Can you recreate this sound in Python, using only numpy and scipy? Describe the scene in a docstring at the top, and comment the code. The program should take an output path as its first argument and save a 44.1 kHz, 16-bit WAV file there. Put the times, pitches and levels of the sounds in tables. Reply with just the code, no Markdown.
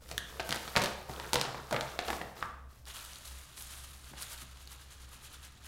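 """A stiff paper bag of dry tea leaves is unrolled and pulled open at a table in a bare room.
Creases snap in short noise bursts, panels flex and rustle in many tiny ticks, and echoes follow.
Then the bag is tipped: leaves slide down the paper and are shaken out in quick strokes, made of
finer ticks that surge with each movement. A low hum and faint noise lie underneath."""
import sys
import numpy as np
from scipy import signal
from scipy.fft import rfft, irfft
from scipy.io import wavfile

SR = 44100
rng = np.random.default_rng(int(sys.argv[2]) if len(sys.argv) > 2 else 0)


def file_out(sig):
    """Save sig as 16-bit WAV at sys.argv[1]."""
    # one column per channel
    cols = np.atleast_2d(sig).T
    # limit, then scale
    lim = np.clip(cols, -1, 1)
    pcm = np.round(lim * 32767).astype(np.int16)
    wavfile.write(sys.argv[1], SR, pcm)


N = 250311
TIME = np.arange(N) / SR
MOVE_RISE_S, MOVE_FALL_S = 0.025, 0.059


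def amp(db):
    """Decibels to gain."""
    return 10 ** (np.asarray(db) / 20)


def evened(x):
    """Scales to an rms (average strength) of 1."""
    return x / np.sqrt(np.mean(x ** 2) + 1e-20)


def read(points, hz):
    """Reads a table at any pitch, with straight lines between points on a log-frequency axis."""
    f, value = np.transpose(points)
    return np.interp(np.log(hz + 1), np.log(f), value)


def add(mix, s, sound):
    """Mixes a sound in at s seconds."""
    part = mix[max(round(s * SR), 0):][:len(sound)]
    part += sound[:len(part)]


def colour(x, points, tilt_db=0, size=2048):
    """Filters without pre-echo to the given spectrum, tilted about 4 kHz by dB per octave."""
    hz = np.fft.rfftfreq(size, 1 / SR)
    octaves = np.log2(np.maximum(hz, 1500) / 4000)  # the tilt stays level below 1500 Hz
    cepstrum = irfft(np.log(amp(read(points, hz) + tilt_db * octaves)))
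    # folding the cepstrum forward makes the filter respond as early as it can
    cepstrum[1:size // 2] *= 2
    cepstrum[size // 2 + 1:] = 0
    response = irfft(np.exp(rfft(cepstrum)))
    return signal.oaconvolve(x, response)[:len(x)]


def burst(decay_s, size=4096):
    """A dying flurry of tiny slips with energy 1 and a nearly even spectrum."""
    fade = np.exp(-np.arange(size) / SR / decay_s)
    spectrum = rfft(rng.standard_normal(size) * fade)
    flurry = irfft(spectrum / abs(spectrum)) * np.sqrt(fade)
    return flurry / np.linalg.norm(flurry)


def ring(hz, cycles, size=4096):
    """A damped swing of a small wrinkle or leaf, peak near 1."""
    turns = hz * np.arange(size) / SR
    return np.sin(2 * np.pi * turns) * np.exp(-turns / cycles)


def wander(rate_hz):
    """Slow random drift with an rms of 1."""
    hz = np.fft.rfftfreq(N, 1 / SR)
    slow = rfft(rng.standard_normal(N)) * np.exp(-(hz / rate_hz) ** 2)
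    return evened(irfft(slow, N))


def grains(per_s, spread_db, cycles, low_hz, high_hz, count=28):
    """Random ticks of many pitches and sizes, a few much larger than the rest; rms 1."""
    out = np.zeros(N)
    for hz in np.geomspace(low_hz, min(high_hz, SR / 2), count):
        sizes = amp(spread_db * np.minimum(rng.exponential(1, N), 4)) * rng.choice([-1, 1], N)
        clicks = sizes * (rng.random(N) < per_s / count / SR)
        out += signal.oaconvolve(clicks, hz * ring(hz, cycles, size=1024))[:N]
    return evened(out)


def gesture(start_s, hold_s, rise_s, fall_s):
    """One movement's strength: a straight rise, then a fading that begins hold_s after the start."""
    t = TIME - start_s
    return np.clip(t / rise_s, 0, 1) * np.exp(-np.maximum(t - hold_s, 0) / fall_s)


def together(parts):
    """Level of several unrelated sounds at once, adding the powers of (level_db, shape) pairs."""
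    return np.sqrt(sum((amp(db) * shape) ** 2 for db, shape in parts))


# balance of low and high in the faint room noise: (pitch_hz, level_db)
AIR_COLOUR = [(15, 0), (35, 2), (60, 2.5), (90, -2.5), (125, 3), (155, -5), (200, -8), (400, -15),
              (1200, -22), (3000, -31), (8000, -32.5), (16000, -36.5)]


def background(hum_hz=64.5, width_hz=5, hum_db=-55, air_db=-60):
    """A low hum, wavering in strength and phase, over faint room noise."""
    waver = wander(width_hz) + 1j * wander(width_hz)
    drone = waver * np.exp(2j * np.pi * hum_hz * TIME)
    hum = evened(drone.real)
    air = evened(colour(rng.standard_normal(N), AIR_COLOUR))
    return amp(hum_db) * hum + amp(air_db) * air


# each move of the fingers on the paper: (start_s, length_s, bending_db, rubbing_db)
MOVES = [(.07, 0.052, -59, -56), (.26, 0.12, -52.5, -59), (.43, 0.46, -55, -52), (1.07, 0.37, -47, -55.5),
         (1.4, 0.2, -47.5, -73), (1.68, .26, -49, -57.5), (2.03, 0.12, -46, -50), (2.35, 0.068, -47, -56),
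         (2.68, 0.11, -69, -66.5)]
# the holding hand stirs the paper between these times
GRIP_START_S, GRIP_END_S = 0, 2.29
GRIP_BEND_DB, GRIP_RUB_DB = -59.5, -61
# balance of low and high in bending paper: (pitch_hz, level_db)
BEND_COLOUR = [(40, -22), (130, 3), (280, -5.5), (450, 5), (750, -1.5), (1300, 3), (2200, -9.5),
               (4000, -18.5), (8000, -29), (16000, -25)]
# balance of low and high in rubbing paper: (pitch_hz, level_db)
RUB_COLOUR = [(300, -32), (1500, -1.5), (3500, 2), (6000, 1), (9000, -0.5), (12500, -0.5), (16000, -4)]
# balance of low and high in cracks, small wrinkles and scratches: (pitch_hz, level_db)
CRACK_COLOUR = [(100, -18.5), (600, -11.5), (1500, -1.5), (2500, -1), (4000, 2.5), (7500, -6), (12000, -12),
                (16000, -21.5)]


def rustle(bend_level_db=-3, rub_level_db=0, crinkle_level_db=-12):
    """Bending paper crackles low and coarse, small wrinkles tick, and rubbing paper hisses in fine grains."""
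    grip = (GRIP_START_S, GRIP_END_S - GRIP_START_S, GRIP_BEND_DB, GRIP_RUB_DB)
    moves = MOVES + [grip]
    shapes = [gesture(s, length_s, MOVE_RISE_S, MOVE_FALL_S) for s, length_s, _, _ in moves]
    _, _, bend_db, rub_db = np.transpose(moves)

    bend_ticks = grains(per_s=700, spread_db=3.0, cycles=1.9, low_hz=127.3, high_hz=7940)
    bend = evened(colour(bend_ticks, BEND_COLOUR))
    wrinkle_ticks = grains(per_s=150, spread_db=2.5, cycles=1.6, low_hz=900, high_hz=9000)
    crinkle = evened(colour(wrinkle_ticks, CRACK_COLOUR, tilt_db=-2))
    rub_ticks = grains(per_s=7000, spread_db=1.5, cycles=1.5, low_hz=1450, high_hz=16000)
    rub = evened(colour(rub_ticks, RUB_COLOUR))

    bending = amp(bend_level_db) * bend + amp(crinkle_level_db) * crinkle
    bend_strength = together(zip(bend_db, shapes))
    rub_strength = together(zip(rub_db + rub_level_db, shapes))
    return bend_strength * bending + rub_strength * rub


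def facet(hz, cycles, relax=0.12, overtone=1.562, overtone_db=-10, size=4096):
    """A buckled patch of paper swings in two modes; its pitch sinks as the stress lets go."""
    swings = hz * np.arange(size) / SR
    # the pitch starts a little above hz and sinks to a little below
    turns = swings + relax * cycles * (1 - np.exp(-swings / cycles)) - relax / 2 * swings
    main = np.sin(2 * np.pi * turns)
    second = amp(overtone_db) * np.sin(2 * np.pi * overtone * turns)
    return (main + second) * np.exp(-swings / cycles)


# the louder creases giving way; the tilt brightens (+) or dulls (-) the crack:
# (start_s, crack_db, tilt_db_per_octave, panel_flex_db, facet_pitch_hz)
SNAPS = [ (0.09, -22.5, 3, -22, 1540), (0.1136, -11, 1, -5, 2180), (0.1794, -11, 8.5, -16, 3420),
         (0.3967, -10, -9.5, 1, 695), (.4010, -10, -4, -2, 2550), (.4911, -10.5, 5.5, -0.5, 890),
         (0.5077, -6.5, -0.5, -8, 3600), (.5180, -14, 3, -1, 1310), (0.5255, -.5, -2, -2, 3090),
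         (0.5446, -15, 7, -6, 880), (.5600, -10, 1, -3, 1640), (.6776, -13, -4.5, -7, 1350),
         (.7547, -17, -8, 2.5, 1410), (0.7632, 3.5, -3, 0, 2300), (0.7688, -1, -1, 10.5, 1670),
         (.7723, -2, 0, 8.5, 1300), (.8180, -6, 1.5, -3, 880), (.8220, -5.5, -2, -11, 568),
         (0.8375, -7.5, 4.5, -0.5, 392), (0.843, -5.5, 2.5, -1.5, 4800), (.8588, -4, -2.5, -2, 2400),
         (1.0956, -23, 2, -8, 770), (1.1988, -12.5, -5, -11, 880), (1.3325, 3, 2, -1.5, 934),
         (1.343, -3.5, 5, -1, 502), (1.3565, 1, -1.5, 5.5, 1850), (1.4133, -0.5, 0, -1.5, 4700),
         (1.451, -11, -9, -3, 740), (1.5453, -23, -11, -6.5, 1000), (1.7102, -13, 1, -5, 1130),
         (1.7266, -11, 4.5, 4.5, 950), (1.7442, -21, 3.5, 2.5, 1250), (1.7630, -7.5, -10, 2.5, 1690),
         (1.8096, -6, -3, -7, 3850), (1.9904, -3, -5, -4.5, 726), (2.0825, -9.5, -5, 3, 748),
         (2.103, -12.5, 4, 2.5, 1700), (2.1304, -16, -3, 0, 1450), (2.2140, -20, -11, 1, 1790),
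         (2.4259, -19, -12, -14, 1610), (4.135, -54, 0, -13, 970)]
# a stiff panel at the mouth flips over with a pitched pop: (start_s, level_db, pitch_hz)
POPS = [(0.1795, -18, 3500), (.18, -22.5, 1780), (2.4261, -24, 1200), (2.4272, -24.5, 1700)]
# balance of low and high in a flexing panel: (pitch_hz, level_db)
FLEX_COLOUR = [(40, -33), (130, -4), (280, -2.5), (480, 0), (720, 2.5), (1100, -3), (2000, -4.5),
               (4000, -19.5), (10000, -38)]
# the facet's ring, relative to the crack and to the flex that drive it; the louder result counts
RING_DB, RING_FLEX_DB = -23, -29.5


def snaps(crack_s=0.0017, softness_db=11, flex_s=0.0057, ring_cycles=3, slip_gap_s=0.003, slip_db=-13, count=4):
    """A crease buckles with a crack, the facet beside it rings, the panel flexes, and smaller slips follow."""
    out = np.zeros(N)
    for s, crack_db, tilt_db, flex_db, hz in SNAPS:
        # soft folds give way slowly
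        length_s = crack_s * np.clip(np.exp((flex_db - crack_db) / softness_db), 0.6, 3)
        crack = colour(burst(length_s), CRACK_COLOUR, tilt_db)
        add(out, s, amp(crack_db) * crack)
        flex = colour(burst(flex_s), FLEX_COLOUR)
        add(out, s, amp(flex_db) * flex)
        ring_db = max(crack_db + RING_DB, flex_db + RING_FLEX_DB)
        add(out, s, amp(ring_db) * facet(hz, ring_cycles))

        slip_times = np.cumsum(slip_gap_s * rng.uniform(0.3, 1.8, count))
        for k, late_s in enumerate(slip_times):
            slip = colour(burst(2 * length_s), CRACK_COLOUR, tilt_db)
            add(out, s + late_s, amp(crack_db + slip_db - 2 * k) * slip)
    for s, db, hz in POPS:
        add(out, s, amp(db) * facet(hz, ring_cycles))
    return out


def settling(level_db=-42, decay_s=0.043):
    """Small wrinkles crackle on for a moment after each snap, in step with how hard it cracked."""
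    stress = together((crack_db, gesture(s, 0, MOVE_RISE_S / 10, decay_s)) for s, crack_db, *_ in SNAPS)
    crackle = grains(per_s=260, spread_db=3.2, cycles=1.1, low_hz=800, high_hz=9800)
    return amp(level_db) * stress * evened(colour(crackle, CRACK_COLOUR))


# the bag bulges; the push is relative, raised by push_level_db below:
# (start_s, air_push_db, low_boom_db, hollow_pitch_hz, hollow_db)
PUFFS = [(.113, -41, -51, 458, -52.5), (.5, -30, -47, 469, -51), (.765, -22.5, -44.5, 710, -33.5),
         (.825, -32, -48, 502, -42), (1.094, -34, -59, 394, -47.5), (1.34, -27, -36.5, 966, -42),
         (1.47, -43, -44, 787, -42), (1.718, -25.5, -39, 610.6, -30), (1.8, -48, -52, 850, -45),
         (2.082, -33, -51, 821, -38), (4.112, -41.5, -62, 327, -56), (4.42, -46, -61, 238, -61)]
# balance of low and high in the push of air: (pitch_hz, level_db)
PUFF_COLOUR = [(12, -30), (25, -9), (45, 2), (90, -4), (135, 5), (200, 2.5), (300, -1), (600, -20.5),
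               (2000, -57)]


def puffs(push_s=0.022, push_level_db=33, boom_hz=134, boom_s=0.018, hollow_s=0.012, hollow_waver=0.079):
    """Each bulge pushes air, booms low and sounds the bag's hollow; the pitches waver as the walls move."""
    out = np.zeros(N)
    t = TIME[:SR // 2]
    # both tones swell to a peak at these times, then die away
    boom_shape = t / boom_s * np.exp(1 - t / boom_s)
    hollow_shape = t / hollow_s * np.exp(1 - t / hollow_s)
    for s, push_db, boom_db, hollow_hz, hollow_db in PUFFS:
        push = amp(push_db + push_level_db) * colour(burst(push_s, size=len(t)), PUFF_COLOUR)
        wavering_s = np.cumsum(1 + hollow_waver * wander(rate_hz=122)[:len(t)]) / SR
        boom = np.sin(2 * np.pi * boom_hz * wavering_s) * boom_shape
        hollow = np.sin(2 * np.pi * hollow_hz * wavering_s) * hollow_shape
        add(out, s, push + amp(boom_db) * boom + amp(hollow_db) * hollow)
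    return out


# a heap of leaves breaks loose in the tipped bag and runs out; fizz is relative to flow:
# (start_s, flow_db, extra_fizz_db, run_out_s)
SLIDES = [(2.857, -47, -4, .06), (2.93, -46.5, -2, .11), (3.03, -54, -3, 0.56), (3.235, -53.5, 2.5, .16),
          (3.555, -53.5, 3.5, 0.28), (3.685, -53, -0.5, 0.23), (4.155, -51, -10, 0.16)]
SLIDE_RISE_S, SLIDE_HOLD_S = 0.022, 0.023
TRICKLE_DB, TRICKLE_FIZZ_DB = -63, -10  # leaves keep trickling from the first slide on
# each shake of the wrist throws the leaves forward: (peak_s, level_db)
SHAKES = [(4.095, -57.5), (4.223, -46.5), (4.324, -47.5), (4.417, -52.5), (4.515, -63), (4.615, -58),
          (4.723, -54), (4.822, -58.5), (4.925, -57), (5.025, -60), (5.136, -55), (5.247, -54),
          (5.34, -56.5), (5.453, -53.5), (5.665, -54)]
# single stems striking paper or dish: (start_s, level_db, pitch_hz)
TICKS = [(2.855, -38, 4800), (3.051, -30, 8000), (3.134, -34, 6000), (3.158, -34, 4270), (3.255, -37, 4200),
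         (3.572, -30.5, 10000), (3.599, -32, 11000), (3.6236, -26, 10000), (4.044, -39, 4400),
         (4.2234, -23, 9400), (4.23, -29, 4250), (4.6749, -32.5, 4200)]
# balance of low and high in leaves scraping paper: (pitch_hz, level_db)
SCRAPE_COLOUR = [(100, -24), (300, -15), (650, -7), (900, -4.5), (1250, 0.5), (2200, -4), (3000, -1),
                 (3900, -0.5), (5500, -8), (7000, -4.5), (10000, -31), (16000, -20)]
# balance of low and high in leaves rubbing each other: (pitch_hz, level_db)
FIZZ_COLOUR = [(1500, -23), (4500, -5), (7000, -3.5), (9300, 1), (11700, -1.5), (13500, -6), (16000, -10.5)]


def leaves(level_db=-1, shake_s=0.023, shake_fizz_db=2.5, tick_cycles=2.2, scratch_db=2, stem_db=-7.0):
    """Dry leaves scrape the paper and fizz against each other, surging with every slide and shake."""
    trickle = (SLIDES[0][0], TRICKLE_DB, TRICKLE_FIZZ_DB, np.inf)
    slides = SLIDES + [trickle]
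    shapes = [gesture(s, SLIDE_HOLD_S, SLIDE_RISE_S, run_out_s) for s, _, _, run_out_s in slides]
    _, flow_db, fizz_db, _ = np.transpose(slides)
    flow = together(zip(flow_db, shapes))
    fizzing = together(zip(flow_db + fizz_db, shapes))

    # a smooth hump for each shake, at half height shake_s either side of its peak
    surge = sum(amp(db) / (1 + ((TIME - s) / shake_s) ** 2) for s, db in SHAKES)
    spray = amp(shake_fizz_db) * surge * (surge / surge.max()) ** 0.38  # hard shakes are brighter

    scrape_ticks = grains(per_s=9000, spread_db=2.0, cycles=2.3, low_hz=296, high_hz=14070)
    scrape = evened(colour(scrape_ticks, SCRAPE_COLOUR))
    fizz_ticks = grains(per_s=5400, spread_db=1.5, cycles=1.6, low_hz=3940, high_hz=15900)
    fizz = evened(colour(fizz_ticks, FIZZ_COLOUR))
    stems = grains(per_s=150, spread_db=3.5, cycles=0.8, low_hz=3500, high_hz=11000)

    out = scrape * np.hypot(flow, surge)
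    out += fizz * np.hypot(fizzing, spray)
    out += amp(stem_db) * flow * stems
    out *= amp(level_db + 1.08 * wander(rate_hz=43))  # the leaves move in clumps
    for s, db, hz in TICKS:
        scratch = colour(burst(decay_s=0.0006), CRACK_COLOUR, tilt_db=8)
        add(out, s, amp(db) * (ring(hz, tick_cycles) + amp(scratch_db) * scratch))
    return out


# how long echoes take to die by 60 dB: (pitch_hz, time_s)
ROOM_T60 = [(130, 0.56), (300, 0.5), (700, 0.72), (1700, 0.57), (4500, 0.69), (9000, 0.5), (16000, 0.03)]
# how loud the echoes are: (pitch_hz, level_db)
ROOM_GAIN = [(60, 3.5), (135, 4.5), (300, -1), (700, 1), (1700, -1), (4500, -7), (9000, -7.5), (16000, -17)]


def tail(gap_s=0.0033, build_s=0.0022):
    """Dense echoes from bare walls: noise with each band dying at its own speed, after a short gap."""
    hz, t, bands = signal.stft(rng.standard_normal(SR), SR, nperseg=256)
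    decay_s = read(ROOM_T60, hz)[:, None] / np.log(1000)  # 60 dB is a factor of 1000
    even_energy = np.sqrt(2 / (decay_s * SR))
    gain = amp(read(ROOM_GAIN, hz))[:, None]
    bands = bands * np.exp(-t / decay_s) * even_energy * gain
    echoes = signal.istft(bands, SR, nperseg=256)[1][:SR]
    late_s = np.maximum(TIME[:SR] - gap_s, 0)
    return echoes * (1 - np.exp(-late_s / build_s))


def room(x, count=4):
    """Several echo tails of the same bare room, mixed in slowly drifting shares of steady total power."""
    shares = np.array([wander(rate_hz=8.0) for _ in range(count)])
    shares /= np.linalg.norm(shares, axis=0)
    return sum(signal.oaconvolve(x * share, tail())[:N] for share in shares)


def scene(snap_wet_db=-0.65, rustle_wet_db=-3, leaves_wet_db=-5, puff_wet_db=-5):
    """The bag and the leaves, heard directly and through the room, over the background."""
    sources = [
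        (snaps(), snap_wet_db),
        (rustle() + settling(), rustle_wet_db),
        (leaves(), leaves_wet_db),
        (puffs(), puff_wet_db),
    ]
    direct = sum(x for x, _ in sources)
    echoes = room(sum(amp(wet_db) * x for x, wet_db in sources))
    return (direct + echoes + background())[None]


def record(dry, edge_hz=15900):
    """A steep filter removes the treble above edge_hz."""
    lowpass = signal.firwin(401, edge_hz, window=("kaiser", 8), fs=SR)
    return signal.oaconvolve(dry, lowpass[None], "same")


dry = scene()
out = record(dry)
file_out(out)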